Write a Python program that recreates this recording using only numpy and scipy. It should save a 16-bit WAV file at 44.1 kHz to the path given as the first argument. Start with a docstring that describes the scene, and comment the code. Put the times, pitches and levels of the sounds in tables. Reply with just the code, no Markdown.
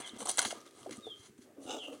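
"""Over the quiet air of an open farm pen, a goat steps close by on a sheet strewn with dry litter.
Its hooves thud softly and scuff the grit, while a bird's falling chirp echoes off fence and shed.
Stalks snap and ring, loudest near 0.4 s; the steps grow lighter and the bird chirps again at 1 s.
From about 1.4 s something drags over the sheet, its friction rubbing and rasping,
and the third chirp sounds just after the height of the rasp."""
import sys
import numpy as np
from scipy import signal
from scipy.fft import rfft, irfft
from scipy.io import wavfile
from scipy.ndimage import uniform_filter1d

SR = 44100
rng = np.random.default_rng(int(sys.argv[2]) if len(sys.argv) > 2 else 0)


def generate_wav(signal):
    """Clip the signal to [-1, 1] and save it as 16-bit WAV at the path in sys.argv[1]."""
    frames = np.transpose(np.atleast_2d(signal))
    scaled = np.clip(frames, -1, 1) * 32767
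    pcm = np.round(scaled).astype(np.int16)
    wavfile.write(sys.argv[1], SR, pcm)


N = 88200


def undb(db):
    """Amplitude ratio of a level in decibels."""
    return 10 ** (np.asarray(db) / 20)


def unit(x):
    """Normalisation to rms 1."""
    return x / np.sqrt(np.mean(x ** 2))


def clock():
    """Time of every sample, t/s."""
    return np.arange(N) / SR


def curve(rows, column=1):
    """Gain envelope, interpolated in decibels between rows of t/s, level/dB."""
    rows = np.array(rows)
    return undb(np.interp(clock(), rows[:, 0], rows[:, column]))


def colour(x, points):
    """Minimum-phase filter whose magnitude follows rows of f/Hz, level/dB."""
    hz, db = np.array(points).T
    f = np.maximum(np.arange(N + 1) * SR / (2 * N), 1)
    magnitude = undb(np.interp(np.log(f), np.log(hz), db))
    cepstrum = irfft(np.log(magnitude))
    cepstrum[1:N] *= 2  # folding onto positive time makes the filter causal
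    cepstrum[N + 1:] = 0
    return irfft(rfft(x, 2 * N) * np.exp(rfft(cepstrum)))[:N]


def resonator(x, hz, width):
    """Second-order resonance with gain 1 at its centre and a bandwidth in Hz."""
    return signal.lfilter(*signal.iirpeak(hz, hz / width, fs=SR), x)


def wander(rate):
    """Smooth random modulation of rms 1, from `rate` draws a second."""
    hold = int(SR / rate)
    steps = np.repeat(rng.standard_normal(N // hold + 1), hold)
    return unit(uniform_filter1d(uniform_filter1d(steps, hold), hold)[:N])


def swell(at, rise, fall):
    """Gaussian rise to a peak, then exponential decay."""
    age = clock() - at
    return np.exp(-(np.minimum(age, 0) / rise) ** 2 - np.maximum(age, 0) / fall)


def grit(grains_per_s=1800, spread_db=1.5, hiss=.35):
    """Shot noise: grains click at random times with uneven strength, over a fine hiss."""
    size = undb(spread_db * np.minimum(rng.exponential(size=N), 4))
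    clicks = (rng.random(N) < grains_per_s / SR) * size * rng.choice([-1, 1], N)
    return unit(unit(clicks) + hiss * rng.standard_normal(N))


def stick_slip(x, catches_per_s=450, depth_db=2.8):
    """Stick-slip friction: sliding litter catches and lets go, so its clicks come in clumps."""
    return unit(x * undb(depth_db * wander(catches_per_s)))


# Spectrum of the outdoor background: f/Hz, level/dB
AIR_SPECTRUM = [(30, -31.5), (55, -23), (110, -5), (190, -3.5), (300, 0.5), (430, -0.5), (560, -24),
                (950, -19.5), (1200, -24.5), (1600, -17), (3000, -24.5), (5000, -28), (8500, -25.5),
                (12000, -30.5), (15500, -33.5)]


def open_air(level_db=-63.5):
    """Ambient noise: a broad, mostly low spectrum whose level wavers slightly."""
    return unit(colour(rng.standard_normal(N), AIR_SPECTRUM)) * undb(level_db + .9 * wander(24.08))


# Envelope of the shuffling: t/s, level/dB
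SHUFFLE_LEVELS = [(0, -61), (.55, -53.5), (.7, -63.5), (1.0, -59.5), (1.15, -66.5), (1.35, -81),
                  (1.55, -82.5), (2.0, -66.5)]
# Spectrum of the shuffling: f/Hz, level/dB
SHUFFLE_SPECTRUM = [(50, -27.5), (110, -18), (350, 7), (620, 0.5), (950, -27), (1220, 7), (1450, -17),
                    (2300, -14), (3500, -11.5), (9000, -14.5), (13000, -29.5)]


def shuffling():
    """Friction noise: litter shifts faintly and unevenly."""
    rustle = unit(colour(stick_slip(grit()), SHUFFLE_SPECTRUM))
    return rustle * curve(SHUFFLE_LEVELS) * undb(2 * wander(70))


# Hoof impacts: t/s, f/Hz, level/dB, decay/s, relative level of the bump/dB, glide as a fraction of f
HOOF_IMPACTS = [(.001, 352, -37.5, 0.0012, -26, -0.15), (.133, 242, -40.5, 0.0088, -17, -0.059),
                (0.162, 248, -41, 0.0057, -13, -0.13), (.186, 650, -46, 0.003, -36, -0.023),
                (0.194, 303, -45, 0.013, -12, -0.098), (.216, 528, -36, 0.0039, -34, -0.094),
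                (.219, 225, -39.5, 0.011, -16.5, -0.049), (.293, 253, -44, 0.0048, -8, -0.16),
                (0.457, 242, -36, 0.0078, -13, -0.1), (0.477, 332, -42, 0.0094, -16, 0.03),
                (.526, 503, -33.5, 0.0027, -23, 0.41), (0.57, 258, -45, 0.006, -15, -.07),
                (0.807, 125, -57, 0.016, -11, 0.015), (.861, 495, -35.5, 0.0062, -37, 0.65),
                (0.871, 364, -40.5, 0.014, -32, 0.073), (0.8922, 436, -38.5, 0.0045, -19, 0.17),
                (.909, 326, -41.5, 0.017, -15.5, -0.078), (0.921, 234, -46.5, 0.023, -26, 0.17),
                (0.979, 209, -38, 0.006, -34, 0.12), (1.055, 360, -48.5, 0.0067, -12, -0.0094),
                (1.067, 457, -38.5, 0.013, -19, -0.063), (1.073, 700, -49, 0.0044, -28, 0.075),
                (1.196, 138, -53, 0.0045, -12, -0.21), (1.296, 216, -45.5, 0.0042, -21.5, -0.091),
                (1.388, 232.4, -43, 0.0064, -20.5, 0.059), (1.567, 543, -56.5, 0.0082, -36.5, 0.036),
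                (1.58, 290, -44, 0.047, -40, -0.098), (1.653, 358, -35.5, 0.0033, -14.5, -0.14),
                (1.697, 507, -38.5, 0.012, -20, 0.025), (1.771, 458, -42.5, 0.018, -23, -0.082),
                (1.9175, 459, -39.5, 0.011, -30, .1), (1.929, 302.5, -46, 0.018, -43, -0.035)]


def hoof_thuds(rise_s=0.0015, bump_hz=106.6):
    """Damped vibration: a hoof pats the sheet, giving a gliding tone, a rustle and a bump of weight."""
    out, noise = 0, rng.standard_normal(N)
    for at, hz, db, decay, bump_db, glide in HOOF_IMPACTS:
        age = np.maximum(clock() - at, 0)
        damping = np.exp(-age / decay)
        envelope = (1 - np.exp(-(age / rise_s) ** 2)) * damping
        phase = 2 * np.pi * hz * (age + glide * (age - decay * (1 - damping)))
        around_pitch = signal.butter(3, [hz / 2, 1.62 * hz], "band", fs=SR, output="sos")
        rustle = 0.25 * unit(signal.sosfilt(around_pitch, noise))
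        bump = undb(bump_db) * np.sin(2 * np.pi * bump_hz * age)
        out = out + undb(db) * envelope / envelope.max() * (np.sin(phase) + rustle + bump)
    return out


def dry_stalks(x, count=90, decay_s=0.004, ring_gain=0.53):
    """Resonance: excited dry stalks ring briefly, each at its own natural frequency."""
    width_hz = 1 / (np.pi * decay_s)
    ring = sum(np.sign(polarity - .5) * resonator(x, 600 + 9500 * pitch, width_hz)
               for pitch, polarity in rng.random((count, 2)))
    return unit(unit(x) + ring_gain * unit(ring))


# Resonances of trodden stalks: f/Hz, bandwidth/Hz, level/dB
STALK_MODES = [(880, 40, -2), (1074, 40, -1), (1560, 80, 0), (1635, 50, 3), (2034, 20, -9), (3400, 60, -4),
               (4330, 80, -2), (6447, 40, -4), (8100, 150, -3), (8762, 50, 0), (9605, 70, -1)]


def trodden_stalks(crackle, ring_gain=0.3):
    """Impulse excitation of modes: crushed stalks add their own short rings to the crackle."""
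    taps = grit()
    ring = sum(undb(db) * resonator(taps, hz, width) for hz, width, db in STALK_MODES)
    return unit(crackle + ring_gain * unit(ring))


# Spectrum of sliding litter: f/Hz, level/dB
SLIDE_SPECTRUM = [(50, -43), (140, -12), (260, -1), (520, 8), (760, 5.5), (1130, 5.5), (1600, -3.5),
                  (1820, -33), (2100, -18), (2450, -9.5), (2850, -10), (3050, -2), (3500, -1), (4350, -1),
                  (4650, -18), (5350, -15.5), (5650, -3), (6100, -0.5), (6750, 2), (7150, -9), (7750, 3),
                  (8100, 7), (8500, -3.5), (9000, 9), (9350, -0.5), (9750, 3), (10200, -16), (11000, -13),
                  (12500, -17), (15500, -29)]
# Spectrum of crushed litter: f/Hz, level/dB
CRUSH_SPECTRUM = [(50, -55), (120, -3), (260, -8.5), (560, -0.5), (880, 2), (1300, -1), (1630, 2),
                  (1830, -5.5), (2050, 2.5), (2400, -5.5), (3350, 5), (3850, -4), (4340, 1.5), (4700, -3),
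                  (5400, -6.5), (5900, 0.5), (6500, -0.5), (7250, -6.5), (8150, -1.5), (8750, -7.5),
                  (9250, -9), (9620, -1.5), (10600, -4.5), (11200, -13), (12600, -43), (15300, -21.5)]
# Hoof pushes: peak t/s, rise/s, decay/s, level/dB, treble gain/dB, crushed fraction of the power
HOOF_PUSHES = [(.003, 0.0042, 0.013, -42.5, 0.5, 0.16), (.05, 0.059, 0.057, -49.5, -23, 1),
               (0.087, 0.037, 0.017, -55.5, 6.5, 0.4), (.146, 0.0072, 0.033, -52, -12, 0.65),
               (0.196, 0.008, 0.011, -51.5, 8, 0.07), (0.205, 0.0015, 0.014, -40, -1, 0.08),
               (0.221, 0.0018, 0.032, -41.5, -5.5, 0.01), (0.261, 0.009, 0.018, -45.5, 2.5, 0.1),
               (0.271, 0.0012, 0.027, -37, -5, 0.06), (0.295, 0.0062, 0.012, -39, 10, 0.4),
               (0.316, 0.0033, 0.003, -47, 12, 0.1), (.335, 0.02, 0.1, -55.5, 8.5, 1),
               (0.3849, 0.0034, 0.0066, -25.5, -1.5, 0.61), (0.392, 0.00078, 0.0037, -27.5, 10.5, 0.7),
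               (.404, 0.0051, 0.025, -35, -4, 0.25), (.419, 0.0039, 0.01, -43.5, 5.5, 0.3),
               (0.428, 0.0019, 0.018, -40.5, -4, 0.8), (0.456, 0.0071, 0.0063, -30.5, -3, 1),
               (.475, 0.0074, 0.023, -53.5, 14, 0.95), (0.513, 0.0098, 0.01, -41, -0.5, 0.73),
               (0.561, 0.028, 0.034, -49, -20, 0.16), (.66, 0.008, 0.023, -58.5, -10, 1),
               (.81, 0.068, 0.085, -59.5, -0.5, 0.46), (0.895, 0.0025, 0.0026, -46.5, -8, 0.8),
               (.911, 0.0026, 0.0096, -45.5, 0, 0.96), (0.93, 0.0048, 0.015, -49, 0.5, 1),
               (0.969, 0.012, 0.012, -56.5, 2.5, 0.1), (1.078, 0.034, 0.023, -62.5, -3, 0.7),
               (1.202, 0.038, 0.045, -67.5, 5, 0.97), (1.246, 0.028, 0.023, -61.5, -0.5, 0.95),
               (1.274, 0.021, 0.014, -65, 3, 0.93), (1.381, 0.0026, 0.012, -63.5, 3.5, 0.3),
               (1.428, 0.015, 0.021, -65.5, 5.5, 1), (1.638, 0.025, 0.24, -68.5, 11.5, 0.5),
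               (1.842, 0.01, 0.019, -55, -6.5, 0.9), (1.931, 0.0071, 0.034, -58.5, -4, 0.7)]


def hoof_scuffs(treble_from_hz=3600):
    """Friction and crushing: each push of a hoof sets off two crackles whose powers add."""
    sliding = unit(colour(dry_stalks(grit()), SLIDE_SPECTRUM))
    crushed = unit(colour(dry_stalks(grit()), CRUSH_SPECTRUM))
    crackle = np.array([stick_slip(sliding), trodden_stalks(crushed)])
    low = signal.sosfiltfilt(signal.butter(4, treble_from_hz, fs=SR, output="sos"), crackle)
    treble = crackle - low
    out = 0
    for at, rise, decay, db, treble_db, crush in HOOF_PUSHES:
        weights = np.sqrt([1 - crush, crush])
        scuff = weights @ (low + undb(treble_db) * treble)
        out = out + undb(db) * swell(at, rise, decay) * scuff
    return out


# Reflections off fence and shed: delay/s, level within the echo/dB
WALL_REFLECTIONS = [(0.016, -6), (0.033, -10)]
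# Chirps: t/s, duration/s, start f/Hz, end f/Hz, level/dB, sweep exponent (1 = linear), echo gain/dB
BIRD_CHIRPS = [(.022, .058, 3600, 2950, -48.5, .9, -1), (1.02, .13, 3810, 3020, -49, .92, -3),
               (1.777, .068, 3560, 2600, -48.5, .85, 5.5)]


def bird(rise_s=0.017, fall_s=0.012, waver=.01, flutter_db=2.5, tail_db=-5.5):
    """Reflection and scattering: each falling whistle is blurred by two echoes and a diffuse tail."""
    t, out = clock(), 0
    for at, length, start_hz, end_hz, db, bend, echo_db in BIRD_CHIRPS:
        sweep = np.clip((t - at) / length, 0, 1) ** bend
        hz = (start_hz + (end_hz - start_hz) * sweep) * (1 + waver * wander(400))
        phase = 2 * np.pi * np.cumsum(hz) / SR
        envelope = np.clip((t - at) / rise_s, 0, 1) * np.clip((at + length - t) / fall_s, 0, 1)
        song = undb(db + flutter_db * wander(160)) * envelope * np.sin(phase)
        early = sum(undb(wall_db) * np.interp(t - delay, t, song, left=0)
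                    for delay, wall_db in WALL_REFLECTIONS)
        scatter = rng.standard_normal(N) * swell(at=0.027, rise=0.0023, fall=0.045)
        tail = signal.fftconvolve(song, scatter / np.linalg.norm(scatter))[:N]
        out = out + song + undb(echo_db) * (early + undb(tail_db) * tail)
    return out


# Stalk snaps and grit ticks: t/s, peak level/dB, ring f/Hz, splinter decay/s, ring fraction
FRACTURES = [(0.0763, -31.5, 3440, 0.00078, 0.82), (.0937, -37, 3590, 0.0027, 0.96),
             (.174, -41, 3370, 0.0021, 0.74), (0.2059, -35, 4230, .002, 0.6),
             (0.2155, -36, 6200, 0.00089, .8), (0.2709, -38, 1120, 0.0027, 0.97),
             (0.2725, -30.5, 5760, .002, 1), (0.2954, -22.5, 8800, 0.0013, .85),
             (0.316, -24, 8860, 0.0012, 1), (0.3736, -20.5, 8200, 0.0045, 0.91),
             (0.3824, -21, 3220, 0.0031, .75), (0.3909, -10, 5900, .0003, 0.6),
             (0.392, -24, 1525, 0.0029, 1), (.3947, -27, 8800, 0.00065, 1), (0.4182, -21, 9500, .0008, 0.7),
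             (.4275, -23, 9250, 0.0017, 0.74), (0.4504, -27, 3740, 0.0012, 0.87),
             (0.5078, -30.5, 3060, 0.0021, 0.86), (0.6054, -46, 5960, 0.0021, 1),
             (0.676, -44.5, 3560, .0013, 0.9), (.7095, -47, 10500, 0.00026, 0.73),
             (.8315, -42, 3040, 0.0012, 0.82), (0.866, -44.5, 1260, 0.0023, 0.94),
             (.9225, -38, 2110, 0.012, 0.85), (1.7065, -35, 3630, 0.0019, 0.92),
             (1.9307, -45.5, 2900, 0.0013, 1)]


def stalk_snaps(q=6.4, click=11.4):
    """Brittle fracture: a stalk breaks with a click, splinters briefly and rings at its own pitch."""
    out = 0
    for at, db, hz, decay, ring_share in FRACTURES:
        burst = rng.standard_normal(N) * swell(at, .0001, decay)
        burst[int(at * SR)] += click
        ring = resonator(resonator(burst, hz, hz / q), hz, hz / q)
        crack = (1 - ring_share) * colour(burst, CRUSH_SPECTRUM) + ring_share * ring
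        out = out + undb(db) * crack / np.abs(crack).max()
    return out


# Spectrum of the gritty rasp: f/Hz, level/dB
RASP_SPECTRUM = [(200, -31), (500, -28), (740, 9.5), (1050, -7.5), (1400, 2.5), (2000, -20), (2850, 6),
                 (3150, -5), (3650, 2), (4200, -15.5), (6100, -6), (7000, -5.5), (8200, -13.5),
                 (11000, -28), (15500, -42)]
# Spectrum of the low rubbing: f/Hz, level/dB
RUB_SPECTRUM = [(60, -44), (180, -13.5), (270, 4.5), (450, 1), (600, 4.5), (780, -6.5), (1000, -20.5),
                (1200, -6.5), (1600, -33.5), (4000, -35.5)]
# Envelopes of the drag: t/s, rasp level/dB, rubbing level/dB
DRAG_LEVELS = [(1.5, -96.5, -59.5), (1.562, -85.5, -72.5), (1.57, -86.5, -57.5), (1.635, -69.5, -57),
               (1.685, -47.5, -46), (1.71, -39, -48.5), (1.735, -43, -46), (1.77, -47, -48.5),
               (1.81, -56, -63), (1.87, -59.5, -51.5), (1.95, -85, -50.5), (2.0, -96, -59.5)]


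def drag(start_s=1.43, fade_in_s=0.097):
    """Sliding friction: something rubs unevenly over the sheet, with a gritty rasp at its height."""
    rasp = unit(colour(stick_slip(dry_stalks(grit())), RASP_SPECTRUM)) * undb(0.65 * wander(120))
    rub = unit(colour(grit(), RUB_SPECTRUM)) * undb(2.0 * wander(60.15))
    contact = np.clip((clock() - start_s) / fade_in_s, 0, 1)
    return contact * (rasp * curve(DRAG_LEVELS, column=1) + rub * curve(DRAG_LEVELS, column=2))


def scene():
    """Superposition: the pressures of all sources add at one microphone."""
    return (open_air() + shuffling() + hoof_thuds() + hoof_scuffs() + bird() + stalk_snaps() + drag())[None]


def record(dry):
    """Band limiting: the microphone has a narrow low notch and loses the deep bass and the top."""
    bass_cut_hz, top_cut_hz = 70, 16000
    x = dry - resonator(dry, hz=166.4, width=51.5)
    x = signal.sosfilt(signal.butter(2, bass_cut_hz, "high", fs=SR, output="sos"), x)
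    return signal.sosfilt(signal.ellip(10, .2, 70, top_cut_hz, fs=SR, output="sos"), x)


dry = scene()
out = record(dry)
generate_wav(out)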